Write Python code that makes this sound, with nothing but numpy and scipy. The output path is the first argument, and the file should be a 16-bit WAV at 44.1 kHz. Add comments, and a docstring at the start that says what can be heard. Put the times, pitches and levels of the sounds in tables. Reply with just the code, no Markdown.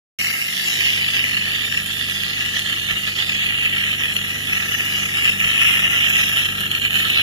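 """A hollow, watery rush is heard first: a dental suction tube slurps air and saliva in an open mouth,
close to a pair of microphones. Turbulent flow excites the resonances of mouth and tube; it dips as
liquid chokes the tip, swells as the tip draws freely, and pops and spits as slugs go through.
Beneath it a motor hums at harmonics of its shaft speed, over the low rumble of a quiet treatment room."""
import sys
import numpy as np
from scipy import signal
from scipy.fft import rfft, irfft
from scipy.io import wavfile
from scipy.ndimage import uniform_filter1d, minimum_filter1d

SR = 44100
rng = np.random.default_rng(int(sys.argv[2]) if len(sys.argv) > 2 else 0)


def generate_wav(signal):
    """Clip the signal to [-1, 1] and save it as 16-bit WAV at the path in sys.argv[1]."""
    frames = np.transpose(np.atleast_2d(signal))
    scaled = np.clip(frames, -1, 1) * 32767
    pcm = np.round(scaled).astype(np.int16)
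    wavfile.write(sys.argv[1], SR, pcm)


N = 318402
T = np.arange(N) / SR
HZ = np.fft.rfftfreq(N, 1 / SR)

# Modes of mouth and tube, in the order deep, low, main, high, tip:
# (frequency [Hz], half-width [Hz], gain [dB])
CAVITY_MODES = [(1374, 107, -0.3), (1861, 305, -2), (2623, 406, -2.5), (3210, 470, -0.5), (5330, 1500, 0)]
# How strongly droplets and gulps shake each mode: (weight [ratio])
MODE_WETNESS = (1.5, 1.08, 0.82, 0.75, 0.32)
# How deeply the liquid film flutters each mode: (depth [dB])
MODE_FLUTTER = (2.2, 2.3, 1.0, 1.1, 0.3)
# How far each mode follows a squelch: (share [0-1])
MODE_SQUELCH = (1, 0.94, 0.6, 0.32, 0.2)
# Drive of the deep mode, at the back of the mouth: (time [s], level [dB])
DEEP_DRIVE = [(0.2, -43), (1.15, -45), (2.6, -40), (4.0, -41), (5.2, -35), (5.75, -30), (6.4, -36),
              (7.21, -31.5)]
# Strength of the suction as the tip is moved about: (time [s], level [dB])
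SUCTION_DRIVE = [(0.19, -19), (0.57, -24), (0.85, -16), (1.15, -18), (1.9, -22.5), (2.42, -22.5),
                 (2.85, -23), (3.3, -20), (3.55, -18), (4.4, -20.5), (4.9, -17), (5.35, -17.5),
                 (5.63, -11.5), (6.25, -15), (6.55, -23.5), (6.85, -17.5), (7.21, -17)]
# Drive of the treble modes: (time [s], high mode level [dB], tip mode level [dB])
TREBLE_DRIVE = [(0.2, -50, -32.5), (0.45, -25.5, -37.5), (0.75, -22, -29), (1.05, -21.5, -33.5),
                (1.3, -38, -35), (1.55, -27.5, -39), (2.55, -24, -35), (2.85, -27.5, -39.5),
                (3.25, -21.5, -33.5), (3.55, -26.5, -41.5), (4.3, -31, -37.5), (4.95, -31.5, -33.5),
                (5.55, -33, -42.5), (6.25, -26, -35), (6.7, -26.5, -45), (7.0, -24.5, -68),
                (7.21, -16.5, -43)]
# Drive of the air hiss: (time [s], level [dB])
HISS_DRIVE = [(0.19, -32), (0.65, -31), (1.4, -36), (2.4, -36.5), (3.85, -37.5), (4.85, -34), (5.4, -35),
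              (5.7, -29.5), (5.9, -33.5), (6.15, -31), (6.6, -36), (7.0, -32), (7.21, -35.5)]
# Air rushing past the tip: (frequency [Hz], relative density [dB])
HISS_SPECTRUM = [(200, -17), (600, -18), (1000, -2), (2000, -19), (4200, 1), (4900, -4), (6400, -3),
                 (7300, 2.5), (8400, 1.5), (9200, 2), (10000, 2.5), (12000, -1.5), (14000, -1),
                 (15500, -18)]
# The tip draws freely and the slurp swells: (time [s], rise [dB])
SURGES = [(0.25, 2), (1.235, 1.5), (1.57, 1), (1.765, 0), (2.58, 2.5), (3.205, 3), (4.07, 0), (4.54, 0),
          (5.29, 3.5), (6.19, 2), (6.39, 2.5), (6.97, 3.5)]
# Bubbles squelch through the tip, each a brief lurch of the slurp: (time [s], rise [dB])
SQUELCHES = [(0.246, 2), (0.306, 3), (0.425, 4), (0.486, 8), (0.533, 8), (1.755, 2.5), (1.796, 6),
             (1.932, -0.5), (2.015, 5), (2.905, 10), (3.295, 4.5), (4.36, 11), (4.548, 7), (4.908, 4),
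             (5.293, 4), (6.611, 7.5), (6.852, 5), (6.944, 3)]
# Saliva plugs the tip:
# (time [s], half-length [s], slurp change [dB], hiss change [dB], added diffuse share [0-1])
CHOKES = [(1.838, 0.0098, -5, 2, 0.033), (1.88, 0.032, -2, 0, .3), (1.966, 0.04, -3.5, 2, 0),
          (3.003, 0.034, -4, 1.5, 0), (3.15, .025, -2.5, -1, 0), (3.252, 0.026, -4.5, -1, 0),
          (3.97, 0.013, -2.5, 2, 0.0047), (4.147, 0.0095, -8, 4, 0.24), (4.17, 0.015, 2, 4, 0.32),
          (4.234, 0.018, -3, -.5, 0), (5.366, 0.022, -5, 0, 0), (5.892, .012, -4, 0, 0.079),
          (6.688, 0.015, -7.5, -3, 0.35), (6.799, 0.023, -10, -3, 0), (6.895, 0.018, -6.5, -5, 0)]
# Slugs of saliva pop into the tube: (time [s], relative peak [dB], ring frequency [Hz])
SLUGS = [(0.416, -13, 2500), (0.424, -13, 2510), (0.696, -12, 3200), (0.714, -11, 3100), (1.241, -1, 2340),
         (1.385, -15, 2550), (1.548, -14, 2530), (1.775, -5, 2620), (1.86, -12, 2620), (1.929, -16, 2680),
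         (2.097, -10, 2550), (2.111, -12, 2500), (2.235, -9, 2670), (2.46, -10.5, 2950), (2.593, -11, 2650),
         (3.2, -9, 3020), (3.782, -14, 2550), (3.915, -12, 2800), (4.036, -6, 2730), (4.165, -9, 2800),
         (5.173, -14, 2840), (5.32, -14, 2820), (5.401, -8, 2540), (5.48, -10, 2500), (6.371, -6, 3000),
         (6.392, -8, 2580), (6.715, -5, 3000), (6.75, -8, 2570), (6.798, -14, 2880), (6.822, -20, 2900),
         (6.971, -10, 2730), (7.101, -2, 2910)]
# Sharp spits of saliva: (time [s], envelope peak [dB])
SPITS = [(1.66, -33), (1.858, -29.5), (1.875, -35), (2.46, -45), (2.592, -32), (4.165, -36), (4.85, -28),
         (5.292, -32), (5.908, -28), (6.092, -25), (6.178, -32), (6.603, -27), (6.715, -36)]

# The hum fills out, then holds: (time [s], level [dB], fourth order level [dB], deep order level [dB])
HUM_DRIVE = [(0.19, -44.5, -44.5, -60), (0.55, -44.5, -56, -69), (0.85, -41, -42, -61),
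             (1.35, -41.5, -42, -49), (3.1, -41.5, -42.5, -49), (5.3, -39.5, -40.5, -48),
             (7.21, -38.5, -40.5, -48)]
# Lowest shaft harmonics: (order [multiple of shaft speed], gain [dB])
DEEP_ORDERS = [(2, -3), (3, -4.5)]
# Upper shaft harmonics: (order [multiple of shaft speed], gain [dB])
UPPER_ORDERS = [(5, -17), (6, -3), (7, -20), (9, -14.5), (11, -15), (14, -16.5), (15, -15), (16, -22),
                (18, -19), (19, -13.5)]
# Harmonics that beat against a second rotor: (order [multiple], gain [dB], signed depth [ratio])
BEATING_ORDERS = [(8, -5.5, 0.89), (10, -12.5, -.8)]
# Rumble of the room: (frequency [Hz], relative density [dB])
RUMBLE_SPECTRUM = [(15, -31), (35, -20), (55, -7), (110, -1.5), (200, 1), (260, 1.5), (340, -3.5),
                   (480, -6.5), (700, -8), (1500, -23)]
# Soft low bumps: (time [s], envelope peak [dB])
BUMPS = [(2.25, -45), (2.45, -43), (2.82, -41), (2.9, -44), (3.51, -44), (5.41, -42)]

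# The stereo image: (frequency [Hz], left over right [dB], left phase lead [rad], coherence [0-1])
STEREO_IMAGE = [(80, 0, 0.31, 0.98), (200, 4.5, 0.61, 0.84), (322, 0, 0.27, 0.68), (503, 1, -1.6, 0.4),
                (814, -5.5, -1.2, 0.37), (1005, -1, -3, 0.99), (1176, -16, 1.5, 0.2),
                (1220, -4.5, -0.74, 0.5), (1514, 1, -3.5, 1), (1627, -1.5, 1, 0.6),
                (1700, -1.5, -0.04, 0.5), (1997, 2, -1.4, 0.43), (2059, 0, -3, 1), (2350, -2.5, 3, .999),
                (2480, 2, 3.5, 1), (2750, 1.2, 3, 0.97), (2918, 0, 1.07, 0.5), (3260, -5.5, 0.5, 0.47),
                (3450, -18, 1.5, 0.16), (3670, -11.5, 0.5, 0.6), (4050, -11.5, 0.3, 0.05),
                (4700, -3.5, 1.2, 0.14), (4960, 2, 1, 0.2), (5180, -3, 1, 0.8), (5620, -3, -1.5, .45),
                (6050, -10, -1.5, 0.1), (6540, -3, 0.5, 0.5), (7220, -3, .3, 0.87), (7450, -2, 1.6, 0.9),
                (7870, 3, 3, 1), (8060, 6, 4.5, 0.87), (9590, -2, 3.5, 0.78), (9700, 1, -0.6, 1),
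                (10550, -0.5, 2.04, 0), (11800, 0, -1, 1), (12100, 1.5, -0.5, 0.4), (12800, -2, -1.5, 0.1),
                (13300, 0.5, 1.2, 0.5), (14400, 0, 2, 1)]
# Bands where left and right are set in opposite phase, sounding very wide: (centre [Hz], half-width [Hz])
ANTIPHASE_BANDS = [(2375, 253), (8750, 856)]
# Drift of the stereo image near 2.3 kHz, and of a hollow in the treble:
# (time [s], image shift [Hz], diffuse share [0-1], hollow centre [Hz], hollow gain [dB])
IMAGE_AND_HOLLOW = [(0.2, 228, 0.012, 3420, -11), (0.55, 124, 0, 3100, -3.5), (1.4, 0, 0.00076, 4270, 3),
                    (2.7, -20, 0, 5550, -4), (3.3, 2, 0, 5830, -8), (3.5, -7, 0, 5080, -9),
                    (4.6, -16, 0, 4670, -8.5), (5.0, 4, 0.0008, 4370, -10), (5.45, 21, 0, 4530, -7),
                    (5.65, 51, 0.29, 4500, -8), (5.92, 42, 0.0067, 4420, -17), (6.1, -77, 0, 4580, -15),
                    (6.35, -85, 0, 4500, -9), (6.62, -110, 0, 4850, -13), (7.21, -110, 0, 4480, -5)]
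# Watery flicker of narrow bands: (frequency [Hz], depth [dB])
FLICKER_DEPTH = [(900, 0.8), (1700, 1.6), (3200, 2.9), (4600, 4.6), (6800, 4.4), (10500, 2.7)]
# Standing-wave peaks and notches: (centre [Hz], half-width [Hz], left gain [dB], right gain [dB])
STANDING_WAVES = [(1110, 160, -5, -3), (1520, 58, -5, -7.5), (2835, 65, 2, 2), (2943, 41, -0.5, -2.5),
                  (3035, 77, -2.5, 2), (3380, 72, -11, -0.5), (3640, 92, 5, 2), (3854, 70, -6, -6),
                  (4246, 72, -1, 2.5), (4505, 70, 0, -9), (4750, 58, 3, 3.5), (4930, 91, -8.5, -3),
                  (5350, 130, -2.5, -4.5), (5700, 100, 0, 1), (6010, 110, -2, -5), (6260, 100, 2, 3),
                  (6620, 120, -8, -6.5)]
# A mouth resonance that moves with the tool, like a vowel: (time [s], centre [Hz], gain [dB])
FORMANT = [(0.2, 5650, 4), (0.45, 5200, 2.5), (0.8, 5700, 0), (1.4, 5600, 0), (2.4, 4900, 2.5),
           (2.9, 4730, -0.5), (3.25, 4700, 4.5), (3.6, 4350, 0), (3.8, 5600, 3.5), (4.5, 5700, -2),
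           (4.95, 6000, 5), (5.3, 5250, 2), (5.7, 5800, 4.5), (6.25, 5950, 5), (6.6, 5740, 1),
           (7.21, 5350, -1.5)]

FRAME = 2048  # samples per short-time spectrum


def gain_of(db):
    """Amplitude ratio of a level in decibels."""
    return 10 ** (np.asarray(db) / 20)


def unit_rms(x):
    """Normalisation to unit mean power."""
    return x / np.sqrt(np.mean(x ** 2) + 1e-20)


def bell(x, centre, width):
    """A Gaussian of height 1."""
    return np.exp(-((x - centre) / width) ** 2)


def over_time(rows, t=T):
    """Linear interpolation of each column in time."""
    times, *columns = np.transpose(rows)
    return [np.interp(t, times, column) for column in columns]


def over_frequency(rows, hz=HZ):
    """Interpolation of each column in log frequency."""
    knots_hz, *columns = np.transpose(rows)
    return [np.interp(np.log(abs(hz) + 1), np.log(knots_hz + 1), column) for column in columns]


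def noise():
    """Two uncorrelated streams of white noise."""
    return rng.standard_normal((2, N))


def filtered(x, gain):
    """Filtering as multiplication of the spectrum."""
    return irfft(rfft(x) * gain, N)


def resonance(hz, width_hz):
    """A Lorentzian peak of height 1."""
    return 1 / (1 + ((HZ - hz) / width_hz) ** 2)


def wobble(rate_hz, width_hz):
    """Narrow-band random motion of rms 1."""
    return unit_rms(filtered(rng.standard_normal(N), resonance(rate_hz, width_hz)))


def patches(hz, t, width_hz, length_s):
    """A random field of rms 1, correlated over frequency and time by Gaussian smoothing."""
    kernel = bell(hz[:33], hz[16], width_hz) * bell(t[:33], t[16], length_s)
    return unit_rms(signal.fftconvolve(rng.standard_normal((len(hz), len(t))), kernel, "same"))


def bursts(rows, rise_s, decay_s):
    """Superposed envelopes, each with an exponential rise and decay."""
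    out, age = np.zeros(N), np.arange(SR // 4) / SR
    shape = (1 - np.exp(-age / rise_s)) * np.exp(-age / decay_s)
    for s, db in rows:
        part = out[round(s * SR):][:len(age)]
        part += gain_of(db) * shape[:len(part)] / shape.max()
    return out


def droplets(per_s, spread_db, decay_s):
    """Shot-noise envelope: droplets tear off the tip at random and their powers add."""
    sizes = gain_of(spread_db * np.clip(rng.standard_normal(N), -2, 2))
    torn_off = rng.random(N) < per_s / SR
    power = signal.lfilter([1], [1, -np.exp(-2 / (decay_s * SR))], (sizes * torn_off) ** 2)
    return unit_rms(np.sqrt(power))


def wet_flow(drops, share, swing_db):
    """Amplitude modulation of a flow in which smooth air and a share of droplets add in power."""
    return unit_rms(np.sqrt(1 - share + share * drops ** 2) * gain_of(swing_db))


def slurp(drops, gulp, flutter, surge_db):
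    """Forced resonance: choked, spattering air flow drives the modes of mouth and tube."""
    (deep_db,), (main_db,) = over_time(DEEP_DRIVE), over_time(SUCTION_DRIVE)
    low_db = -28.5 + 0.3 * (main_db + 18.5)  # the low mode follows the suction only in part
    drives_db = (deep_db, low_db, main_db, *over_time(TREBLE_DRIVE))
    choke_db = sum(db * bell(T, s, length) for s, length, db, _, _ in CHOKES)
    squelch_db = sum(db * bell(T, s, 0.0068) for s, db in SQUELCHES)
    modes = zip(CAVITY_MODES, MODE_WETNESS, MODE_FLUTTER, MODE_SQUELCH, drives_db)
    out = np.zeros((2, N))
    for (hz, width_hz, mode_db), wet, flutter_db, lurch, drive_db in modes:
        flow = wet_flow(drops, share=0.6 * wet, swing_db=0.88 * wet * gulp + flutter_db * flutter)
        level_db = drive_db + mode_db + surge_db + choke_db + lurch * squelch_db
        out += filtered(flow * gain_of(level_db) * noise(), unit_rms(resonance(hz, width_hz)))
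    return out


def hiss(drops, gulp, flutter, surge_db):
    """Turbulence at the tip radiates broadband noise; spray from slugs and spits adds to its power."""
    choke_db = sum(db * bell(T, s, length) for s, length, _, db, _ in CHOKES)
    level_db = over_time(HISS_DRIVE)[0] + 0.58 * surge_db + choke_db + 0.5
    air = gain_of(level_db) * wet_flow(drops, share=0.26, swing_db=0.55 * gulp + 0.25 * flutter)
    spray = bursts([(s, db - 18.5) for s, db, _ in SLUGS], rise_s=0.0005, decay_s=0.0014)
    spray += bursts(SPITS, rise_s=0.0013, decay_s=0.0097)
    spectrum = unit_rms(gain_of(over_frequency(HISS_SPECTRUM)[0]))
    return filtered(np.hypot(air, spray) * noise(), spectrum)


def suction():
    """Two-phase flow: one stream of air and saliva modulates both slurp and hiss."""
    surge_db = sum(db * bell(T, s, 0.039) for s, db in SURGES)
    drops = droplets(per_s=450, spread_db=2.5, decay_s=0.0015)
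    # the liquid can choke the flow deeply, but the pump limits each swell
    gulp = np.minimum(wobble(rate_hz=4.9, width_hz=3.5), 1.3)
    flutter = np.minimum(wobble(rate_hz=27.5, width_hz=19.0), 1.3)
    return slurp(drops, gulp, flutter, surge_db) + hiss(drops, gulp, flutter, surge_db)


def motor(shaft_hz, beat_hz):
    """A wavering shaft sounds a harmonic series; two orders beat by interference with a second rotor."""
    hum_db, fourth_db, deep_db = over_time(HUM_DRIVE)
    speed_hz = shaft_hz * (1 + 0.00248 * wobble(rate_hz=0.46, width_hz=1.06))
    angle = 2 * np.pi * np.cumsum(speed_hz) / SR
    beat = np.exp(2j * np.pi * beat_hz * (T - 0.0012))

    def harmonic(order, db):
        """A phasor locked to the shaft, with a random starting phase."""
        return np.sqrt(2) * gain_of(db) * np.exp(1j * (order * angle + 2 * np.pi * rng.random()))

    out = harmonic(4, fourth_db - 0.5)
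    out += sum(harmonic(k, db + deep_db) for k, db in DEEP_ORDERS)
    out += sum(harmonic(k, db + hum_db) for k, db in UPPER_ORDERS)
    out += sum(harmonic(k, db + hum_db) * (1 - depth * beat) for k, db, depth in BEATING_ORDERS)
    return out.real


def room():
    """Modulated low-frequency noise: a rumble that follows the hum, and a few soft bumps."""
    rumble = unit_rms(filtered(noise(), gain_of(over_frequency(RUMBLE_SPECTRUM)[0])))
    rumble *= gain_of(over_time(HUM_DRIVE)[0] - 3.0)
    thud = unit_rms(filtered(noise(), resonance(hz=90, width_hz=130) ** 2))
    return rumble + thud * bursts(BUMPS, rise_s=0.018, decay_s=0.045)


def slug_pops(rise_s, decay_s, gain_db):
    """Damped free oscillation: each slug knocks the cavity once and it rings for a few cycles."""
    out, age = np.zeros(N), np.arange(SR // 50) / SR
    shape = (1 - np.exp(-age / rise_s)) ** 2 * np.exp(-age / decay_s)
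    for s, db, hz in SLUGS:
        ring = gain_of(db + gain_db) * shape / shape.max() * np.sin(2 * np.pi * hz * age)
        part = out[round(s * SR):][:len(age)]
        part += ring[:len(part)]
    return out


def flicker(hz, t):
    """Random modulation of narrow bands, at constant mean power, makes the rush watery."""
    swing = np.minimum(patches(hz, t, width_hz=90, length_s=0.036), 1.5)
    gain = gain_of(over_frequency(FLICKER_DEPTH, hz)[0] * swing)
    return gain / np.sqrt(np.mean(gain ** 2, axis=1, keepdims=True))


def stereo_spread(hz, t, shared, apart):
    """Partial coherence: two streams mix into left and right, with level and phase set by band."""
    shift_hz, diffuse, _, _ = over_time(IMAGE_AND_HOLLOW, t)
    diffuse += sum(share * bell(t, s, length) for s, length, _, _, share in CHOKES)
    diffuse = np.clip(diffuse * bell(hz, centre=2400, width=1800), 0, 1)
    shifted_hz = hz - shift_hz * bell(hz, centre=2250, width=540)
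    image = np.array(STEREO_IMAGE)
    image[:, 2] = np.unwrap(image[:, 2])
    balance_db, lead, coherence = over_frequency(image, shifted_hz)
    coherence = np.clip(coherence, 0, 1) * (1 - diffuse)
    mid, side = shared * np.sqrt(1 + coherence), apart * np.sqrt(1 - coherence)
    left = gain_of(balance_db) * np.exp(1j * lead) * (mid + side) * flicker(hz, t)
    right = (mid - side) * flicker(hz, t)
    pair = np.array([left, right]) / np.hypot(1, gain_of(balance_db))
    # removing what both sides share leaves a band in opposite phase
    antiphase = sum(1 / (1 + ((shifted_hz - centre) / width) ** 12) for centre, width in ANTIPHASE_BANDS)
    return pair - pair.mean(0) * antiphase * (1 - np.sqrt(diffuse))


def mouth_response(hz, t):
    """Standing waves ripple the gain, a formant lifts one band, a reflection off the teeth cuts one."""
    _, _, hollow_hz, hollow_db = over_time(IMAGE_AND_HOLLOW, t)
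    formant_hz, formant_db = over_time(FORMANT, t)
    moving_db = hollow_db * bell(hz, hollow_hz, 340) + formant_db * bell(hz, formant_hz, 330)
    drift = 0.0054 * np.interp(t, T, wobble(rate_hz=0.34, width_hz=0.81))  # the hand moves
    still_db = sum(np.outer(sides, bell(hz, centre, width)) for centre, width, *sides in STANDING_WAVES)
    ripple_db = np.array([np.interp(hz * (1 + drift), hz[:, 0], side) for side in still_db])
    # thin whistly bands come and go
    whistles = np.minimum(patches(hz, t, width_hz=25.4, length_s=0.19), 1.8) - 0.25
    whistle_db = 4.0 * np.interp(hz, [400, 1400, 4500], [0, 0.35, 1]) * whistles
    return gain_of(ripple_db + whistle_db + moving_db)


def limiter(x, ceiling):
    """Peak limiting: the gain falls for a moment around any peak above the ceiling."""
    gain = np.minimum(1, ceiling / (abs(x).max(axis=0) + 1e-9))
    return x * uniform_filter1d(minimum_filter1d(gain, size=129), size=129)


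def scene():
    """Superposition: suction, motor, room and pops, spread in stereo and filtered by the mouth."""
    hum = motor(shaft_hz=24.34, beat_hz=2.5)
    pops = slug_pops(rise_s=0.00036, decay_s=0.00081, gain_db=3.5)
    streams = suction() + room()
    streams[0] += hum + pops  # these feed only the shared stream
    hz, t, (shared, apart) = signal.stft(streams, SR, nperseg=FRAME)
    hz = hz[:, None]
    spectra = stereo_spread(hz, t, shared, apart) * mouth_response(hz, t)
    return signal.istft(spectra, SR, nperseg=FRAME)[1][:, :N]


def record(dry):
    """Gating and band limiting: a 2 ms onset, then a bass cut, the limiter and a treble cut."""
    gate = np.clip((T - 0.187) / 0.002, 0, 1)
    low_cut = signal.butter(4, 36, "highpass", fs=SR, output="sos")
    high_cut = signal.firwin(511, 15750, window=("kaiser", 9), fs=SR)
    limited = limiter(signal.sosfilt(low_cut, dry * gate), ceiling=0.72)
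    return signal.oaconvolve(limited, high_cut[None], "same")


dry = scene()
out = record(dry)
generate_wav(out)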